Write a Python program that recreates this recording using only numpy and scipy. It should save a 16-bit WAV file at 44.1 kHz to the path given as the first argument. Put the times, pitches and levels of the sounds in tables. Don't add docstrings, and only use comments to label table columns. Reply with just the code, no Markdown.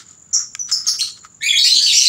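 import sys
import numpy as np
from scipy import signal
from scipy.fft import rfft, irfft, next_fast_len
from scipy.io import wavfile
from scipy.ndimage import uniform_filter1d, minimum_filter1d, map_coordinates

SR = 44100
rng = np.random.default_rng(int(sys.argv[2]) if len(sys.argv) > 2 else 0)


def store_pcm(level_fs):
    pcm = np.round(np.clip(level_fs, -1, 1) * 32767).astype(np.int16)
    wavfile.write(sys.argv[1], SR, np.atleast_2d(pcm).T)


N = 92036

# start in seconds, length in seconds, top pitch in Hz, time of the top
# in seconds, half-width of the flick in seconds, landing pitch in Hz (both pitches before the sag),
# level in dB, roughness (1 = full), overtones in dB.
FLICKED_CHIRPS = [ (0.329, 0.033, 7410, 0.0085, 0.0021, 5737, -14, 0.35, -26.5),
                  (0.713, 0.02, 7170, 0.0019, 0.00165, 5100, -13.5, 0.4, -23),
                  (0.8665, 0.0303, 6590, 0.0013, 0.00314, 5200, -13.5, .65, -15)]
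# start in seconds, length in seconds, start, middle and end pitch in Hz,
# level in dB, roughness (1 = full), overtones in dB.
WHISTLE_NOTES = [ (.592, 0.026, 6070, 5980, 5825, -22.5, 0.09, -21.5),
                 (1.007, .025, 4296, 4274, 4426, -18, 0.31, -5.5),
                 (1.485, 0.0174, 3550, 3442, 3320, -17, 0.35, -16.5),
                 (1.503, 0.012, 3505, 3366, 3330, -10.5, 0.19, -47),
                 (1.553, 0.0307, 3296, 3320, 3530, -14.5, 0.29, -15.5),
                 (1.571, 0.0563, 3772, 3848, 3890, -19, 0.3, -8),
                 (1.584, 0.079, 4448, 4400, 4410, -18.5, 0.14, -19),
                 (1.582, 0.04, 4775, 4910, 5050, -23, 0.61, -25),
                 (1.823, 0.041, 6100, 6080, 6160, -27, 0.31, -10),
                 (1.626, 0.0257, 5510, 5920, 5680, -26.5, 0.4, -27),
                 (1.659, 0.074, 4203, 4000, 4013, -19.5, 0.62, -5.5),
                 (1.708, 0.0293, 4050, 4130, 4047, -13, 0.03, -22),
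                 (1.739, .065, 4500, 4300, 4547, -17, 0.49, -11),
                 (1.815, 0.058, 4616, 4500, 4370, -16.5, 0.42, -17),
                 (1.877, 0.047, 4200, 3950, 3370, -16, 0.7, -40),
                 (1.929, 0.064, 7000, 7200, 7640, -24, 0.17, -46),
                 (1.946, .085, 5550, 5850, 5653, -19.5, 0.41, -12),
                 (2.054, 0.01, 4520, 4650, 4730, -14, 0.11, -51),
                 (2.065, 0.034, 4002, 4170, 4030, -12, 0.23, -34)]
# frequency in Hz, gain in dB.
BEAK_COLOUR = [(6000, 16), (7300, -4.5), (8800, -11), (10200, -0.5), (11500, -14), (13000, -19.5),
               (15000, 3)]
# start in seconds, length in seconds, start, middle and end pitch in Hz, level in dB,
# roughness (1 = full), extra gain of the fundamental in dB, extra gain of the second harmonic in dB.
SQUAWK_NOTES = [ (0.985, 0.019, 2750, 2844, 2850, -24.5, 0.8, -6.5, -1),
                (0.992, .022, 2784, 2914, 2970, -20.5, 0.8, 0.5, 0),
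                (1.407, 0.014, 1654, 1770, 1880, -30, 0.25, 14.5, 10),
                (1.419, 0.033, 1860, 1896, 2060, -24.5, 0.82, 15, 21),
                (1.43, 0.04, 2170, 2267, 2248, -19.5, 0.23, 11, -3),
                (1.458, 0.035, 2350, 2430, 2429, -15, 0.18, 17.5, -3.5),
                (1.525, 0.025, 2117, 2171, 2280, -19.5, 0.45, 15.5, -10),
                (1.638, 0.046, 2339, 2468, 2600, -15, 0.68, 2.5, 4.5),
                (1.644, 0.031, 1874, 1947, 2020, -29.5, 0.3, 1.5, -2),
                (1.661, 0.043, 2763, 2900, 3050, -21, 0.56, 12.5, 10),
                (1.716, 0.043, 3004, 3100, 3340, -24.5, 0.65, 3.5, 6),
                (1.756, .04, 3420, 3387, 3094, -17.5, 0.67, 16.5, 12),
                (1.792, 0.0554, 1542, 1693, 1630, -31, .45, -6, -2),
                (1.817, 0.081, 2520, 2515, 2694, -26, 1.15, -9, 5),
                (1.858, 0.085, 3130, 2781, 2224, -20.5, 0.74, 9, 2),
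                (1.918, 0.083, 2268, 2377, 2708, -18, 0.72, 4, 10.5),
                (1.929, 0.065, 2775, 2893, 3050, -16.5, 0.73, 5, 8),
                (2.003, 0.074, 3016, 2830, 2626, -19.5, 0.8, 9, 9.5),
                (1.996, 0.11, 2094, 2086, 2091, -17.5, 0.79, -16.5, 6)]
# frequency in Hz, gain in dB.
THROAT_RESPONSE = [(1000, -24), (1700, 14), (2300, -8), (4500, 1), (7300, -1), (8700, -10), (11000, -17),
                   (13500, -26), (15500, -21)]
# frequency in Hz, level in dB.
RASP_SPECTRUM = [(700, -12), (1500, 7.5), (2400, 17), (4500, -29.5), (7500, 34.5), (10000, -35.5),
                 (13000, -85), (15500, -65)]
# frequency in Hz, time to fall 60 dB in seconds.
ROOM_DECAY = [(300, 0.53), (2000, 0.25), (5000, 0.31), (9000, 0.27), (15000, 0.26)]
# start in seconds, level in dB, level of the longer ring
# in dB relative to the tick, upper corner of the crack in Hz.
CAGE_TICKS = [(0.5502, -10, -22, 13000), (0.7158, -15.5, -17.5, 6000), (1.028, -26, -9.5, 5000),
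              (1.248, -25, -2.5, 5500)]
# frequency in Hz, level in dB, time to fall 60 dB in seconds.
CAGE_MODES = [(1625, -9, 0.016), (5230, -8.5, 0.011), (6200, 5.5, 0.0033), (7280, -0.5, 0.005)]
# frequency in Hz, level in dB.
CRACK_SPECTRUM = [(400, -40), (1000, -22), (1700, 8), (6500, 6.5), (9000, -1), (15500, -17)]
# centre in seconds, half-length in seconds, level in dB, scratchy treble in dB
SOFT_RUSTLES = [(0, 0.021, -46.5, 6.5), (0.102, 0.041, -60, 5.5), (0.395, 0.035, -42.5, -7),
                (0.7, 0.0098, -41.5, 8), (0.773, 0.06, -50, -2), (0.885, 0.015, -38, 8.5),
                (0.948, 0.017, -43.5, 5.5), (1.026, 0.013, -46.5, 3), (1.083, 0.018, -50, 14.5),
                (1.176, 0.012, -55, 8), (1.253, 0.012, -46, -3)]
# frequency in Hz, level in dB.
RUSTLE_BODY = [(300, -29), (700, -12.5), (1000, -11), (1260, 11), (1600, 3), (2100, 2), (2900, -12.5),
               (6000, -23.5)]
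# frequency in Hz, level in dB.
RUSTLE_SCRATCH = [(1000, -47), (2000, -24), (3000, 2.5), (5000, 6), (8000, 3), (11000, -32), (15500, -30)]
# frequency in Hz, level in dB.
TRILL_SPECTRUM = [(3000, -78), (5500, -35), (6500, -19.5), (7080, -2), (7600, -20), (8500, -44.5),
                  (12500, -56), (14500, -50.5), (16000, -46)]
# centre in seconds, half-length in seconds, pitch in Hz, level in dB.
FAINT_LOW_TONES = [(1.008, 0.12, 400.6, -60.5), (1.764, 0.016, 316, -41.5)]
# frequency in Hz, level in dB.
FLOOR_SPECTRUM = [(20, -29), (45, -12.5), (75, 1), (150, 0.5), (300, -7.5), (550, -16), (900, -17),
                  (1270, -13.5), (2000, -23), (4000, -25), (8000, -26.5), (12000, -51.5), (16000, -38)]

ATTACK_S, SQUAWK_ATTACK_S, RELEASE_S = 0.0026, 0.00385, 0.00179
JITTER, SQUAWK_JITTER, JITTER_RATE = 0.0924, 0.0645, 900
SHIMMER_DB, SHIMMER_RATE = 3.5, 278
PARTIAL_FUZZ, FUZZ_RATE = 0.79, 750
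CHIRP_SAG_HZ_PER_S, CHIRP_FADE_DB_PER_S, FLICK_LIFT_DB = 3500, 120, 4
OVERTONE_FALL_DB = 9.5
SQUAWK_RASP_DB, SQUAWK_LOW_HZ = -9, 1845
FLUTTER_HZ, FLUTTER_DB = 132, 5
WALL_FIRST_S, WALL_LAST_S = .004, .018
BIRD_WALLS_DB, CHIRP_WALLS_DB = -8, 4.5
ROOM_DELAY_S = 0.0092
BIRD_DIRECT_DB, SQUAWK_DIRECT_DB = 1.5, -0.5
BIRD_ROOM_DB, CHIRP_ROOM_DB, TICK_ROOM_DB, TRILL_ROOM_DB = -3.5, -0.5, -19.5, -4
CRACK_DB, CRACK_T60_S = -6.5, 0.013
CAGE_RING_HZ, CAGE_RING_T60_S = 1279, 0.042
TRILL_DB, CHORUS_DB, CHIRP_SPREAD_DB = -49.5, -55.5, 1.5
TRILL_FIRST_S, TRILL_PERIOD_S, SYLLABLE_S, TRILL_RISE_S = .059, .1125, .023, 0.013
FLOOR_DB = -56
CEILING, LIMITER_S, TOP_HZ = .93, .002, 15700


def chirps():
    out, t = np.zeros(N), np.arange(SR // 10) / SR
    for s, length, top_hz, top_s, half, landing_hz, db, rough, overtones_db in FLICKED_CHIRPS:
        flick = swell(t, top_s, half)
        hz = landing_hz + (top_hz - landing_hz) * flick - CHIRP_SAG_HZ_PER_S * t
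        jitter = JITTER * rough * (1 - flick) * wobble(t, JITTER_RATE)
        phase = 2 * np.pi * np.cumsum(hz * (1 + jitter)) / SR
        gate = np.clip(t / ATTACK_S, 0, 1) * np.clip((length - t) / RELEASE_S, 0, 1)
        level = amp(db + FLICK_LIFT_DB * flick - CHIRP_FADE_DB_PER_S * t)
        envelope = np.sin(np.pi / 2 * gate) ** 2 * level
        note = near_walls(envelope * whistle_tone(hz, phase, rough, overtones_db), CHIRP_WALLS_DB)
        add(out, s, in_room(note, BIRD_DIRECT_DB, CHIRP_ROOM_DB))
    return out


def whistles():
    out = np.zeros(N)
    for s, length, start, middle, end, db, rough, overtones_db in WHISTLE_NOTES:
        hz, phase, envelope = syrinx(length, (start, middle, end), rough, JITTER, ATTACK_S)
        tone = whistle_tone(hz, phase, rough, overtones_db)
        note = near_walls(amp(db) * envelope * tone, BIRD_WALLS_DB)
        add(out, s, in_room(note, BIRD_DIRECT_DB, BIRD_ROOM_DB))
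    return out


def squawks():
    out, air = np.zeros(N), noise(RASP_SPECTRUM)
    for s, length, start, middle, end, db, rough, first_db, second_db in SQUAWK_NOTES:
        hz, phase, envelope = syrinx(length, (start, middle, end), rough, SQUAWK_JITTER, SQUAWK_ATTACK_S)
        lift = {1: first_db, 2: second_db}
        tone = np.zeros(len(hz))
        for k in range(1, 9):
            gain = amp(along(THROAT_RESPONSE, k * hz) + lift.get(k, 0)) * (k * hz < SR / 2)
            tone += gain * partial(k * phase, rough)
        rasp = amp(SQUAWK_RASP_DB) * rough ** 2 * np.roll(air, rng.integers(N))[:len(hz)]
        beat = np.sin(2 * np.pi * FLUTTER_HZ * np.arange(len(hz)) / SR)
        flutter = unit(amp(FLUTTER_DB * rough * beat))
        note = near_walls(amp(db) * envelope * flutter * (unit(tone) + rasp), BIRD_WALLS_DB)
        add(out, s, in_room(note, SQUAWK_DIRECT_DB, BIRD_ROOM_DB))
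    return filtered(out, lambda hz: 1 - 1 / (1 + (hz / SQUAWK_LOW_HZ) ** 10))


def syrinx(length, pitches, rough, jitter, attack_s):
    t = np.arange(SR // 6) / SR
    u = np.clip(t / length, 0, 1)
    start, middle, end = pitches
    arch = (2 * middle - start - end) * 2 * u * (1 - u)
    hz = start * (1 - u) + end * u + arch
    phase = 2 * np.pi * np.cumsum(hz * (1 + jitter * rough * wobble(t, JITTER_RATE))) / SR
    gate = np.clip(t / attack_s, 0, 1) * np.clip((length - t) / RELEASE_S + .5, 0, 1)
    shimmer = unit(amp(SHIMMER_DB * rough * np.tanh(wobble(t, SHIMMER_RATE))))
    return hz, phase, gate * shimmer


def whistle_tone(hz, phase, rough, overtones_db):
    overtones = sum(overtone(k, hz, overtones_db) * partial(k * phase, rough) for k in range(2, 5))
    return unit(partial(phase, rough) + overtones)


def overtone(k, hz, overtones_db):
    fall_db = OVERTONE_FALL_DB * (k - 2)
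    return amp(overtones_db - fall_db + along(BEAK_COLOUR, k * hz)) * (k * hz < SR / 2)


def partial(phase, rough):
    t = np.arange(len(phase)) / SR
    fuzz = PARTIAL_FUZZ * rough
    in_phase = (1 + fuzz * wobble(t, FUZZ_RATE)) * np.sin(phase)
    return in_phase + fuzz * wobble(t, FUZZ_RATE) * np.cos(phase)


def near_walls(x, walls_db, count=10):
    echoes = np.zeros(SR // 20)
    times = rng.uniform(WALL_FIRST_S, WALL_LAST_S, count)
    for s, sign in zip(times, rng.choice([-1, 1], count)):
        echoes[round(s * SR)] += sign * amp(walls_db) / np.sqrt(count)
    echoes[0] = 1
    y = signal.fftconvolve(x, echoes)
    return y * np.linalg.norm(x) / np.linalg.norm(y)


def in_room(x, direct_db, room_db):
    hz, t, z = signal.stft(rng.standard_normal(SR // 2), SR, nperseg=256)
    decay = amp(-60 * t / along(ROOM_DECAY, hz)[:, None])
    tail = signal.istft(z * decay, SR, nperseg=256)[1]
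    tail *= np.clip(np.arange(len(tail)) / SR / ROOM_DELAY_S - 1, 0, 1)
    wet = signal.fftconvolve(x, tail)
    wet *= amp(room_db) * np.linalg.norm(x) / (np.linalg.norm(wet) + 1e-20)
    return wet + amp(direct_db) * np.pad(x, (0, len(wet) - len(x)))


def ticks():
    out, t, hiss = np.zeros(N), np.arange(SR // 10) / SR, noise(CRACK_SPECTRUM)

    def fade(t60):
        return np.exp(-np.log(1000) * t / t60)

    for s, db, ring_db, top_hz in CAGE_TICKS:
        ring = np.zeros(len(t))
        for hz, level, t60 in CAGE_MODES:
            ring += amp(level) * fade(t60) * np.sin(2 * np.pi * (hz * t + rng.random()))
        ring += amp(ring_db) * fade(CAGE_RING_T60_S) * np.sin(2 * np.pi * CAGE_RING_HZ * t)
        burst = filtered(np.roll(hiss, rng.integers(N)), lambda hz: 1 / (1 + (hz / top_hz) ** 4))[:len(t)]
        crack = amp(CRACK_DB) * fade(CRACK_T60_S) * burst
        onset = np.clip(t / 0.00095, 0, 1)
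        add(out, s, in_room(amp(db) * (ring + crack) * onset, 0, TICK_ROOM_DB))
    return out


def rustles():
    t = np.arange(N) / SR
    body, scratch = noise(RUSTLE_BODY), noise(RUSTLE_SCRATCH)
    rustle = np.zeros(N)
    for s, half, db, treble_db in SOFT_RUSTLES:
        rustle += amp(db) * swell(t, s, half) * (body + amp(treble_db) * scratch)
    return rustle * amp(1.33 * wobble(t, 150))


def trill(count=3):
    t = np.arange(N) / SR
    syllable = ((t - TRILL_FIRST_S) % TRILL_PERIOD_S) / SYLLABLE_S
    gate = (syllable < count) * np.sin(np.pi * np.sqrt(syllable % 1)) ** 2
    rise = np.sqrt(np.clip(syllable * SYLLABLE_S / TRILL_RISE_S, 0, 1))
    spread = amp(CHIRP_SPREAD_DB * wobble(t, 16.0))
    scrape = gate * rise * spread * rng.standard_normal(N)
    song = unit(filtered(scrape, lambda hz: amp(along(TRILL_SPECTRUM, hz))))
    chorus = amp(CHORUS_DB) * noise(TRILL_SPECTRUM)
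    return amp(TRILL_DB) * in_room(song, 0, TRILL_ROOM_DB)[:N] + chorus


def low_tones():
    t = np.arange(N) / SR
    return sum(amp(db) * swell(t, s, half) * np.sin(2 * np.pi * hz * t)
               for s, half, hz, db in FAINT_LOW_TONES)


def rumble():
    return amp(FLOOR_DB) * noise(FLOOR_SPECTRUM)


def amp(db):
    return 10 ** (np.asarray(db) / 20)


def unit(x):
    return x / np.sqrt(np.mean(x ** 2) + 1e-20)


def along(points, hz):
    f, v = np.transpose(points)
    return np.interp(np.log(hz + 1), np.log(f + 1), v)


def filtered(x, response):
    m = next_fast_len(N + SR // 2)
    return irfft(rfft(x, m) * response(np.fft.rfftfreq(m, 1 / SR)), m)[:N]


def noise(spectrum):
    return unit(filtered(rng.standard_normal(N), lambda hz: amp(along(spectrum, hz))))


def wobble(t, rate):
    return map_coordinates(rng.standard_normal(size=512), [t * rate], mode="wrap")


def swell(t, centre, half):
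    return np.exp(-.5 * ((t - centre) / half) ** 2)


def add(out, s, x):
    i = max(0, round(s * SR))
    out[i:i + len(x)] += x[:max(0, N - i)]


def scene():
    birds = chirps() + whistles() + squawks()
    cages = ticks() + rustles()
    return (birds + cages + trill() + low_tones() + rumble())[None]


def record(dry):
    x, size = dry[0], int(LIMITER_S * SR)
    needed_gain = CEILING / np.maximum(np.abs(x), CEILING)
    gain = uniform_filter1d(minimum_filter1d(needed_gain, 2 * size), size)
    closing = np.clip(np.arange(N)[::-1] / (size / 2), 0, 1)
    return filtered(x * gain * closing, lambda hz: hz < TOP_HZ)[None]


dry = scene()
out = record(dry)
store_pcm(out)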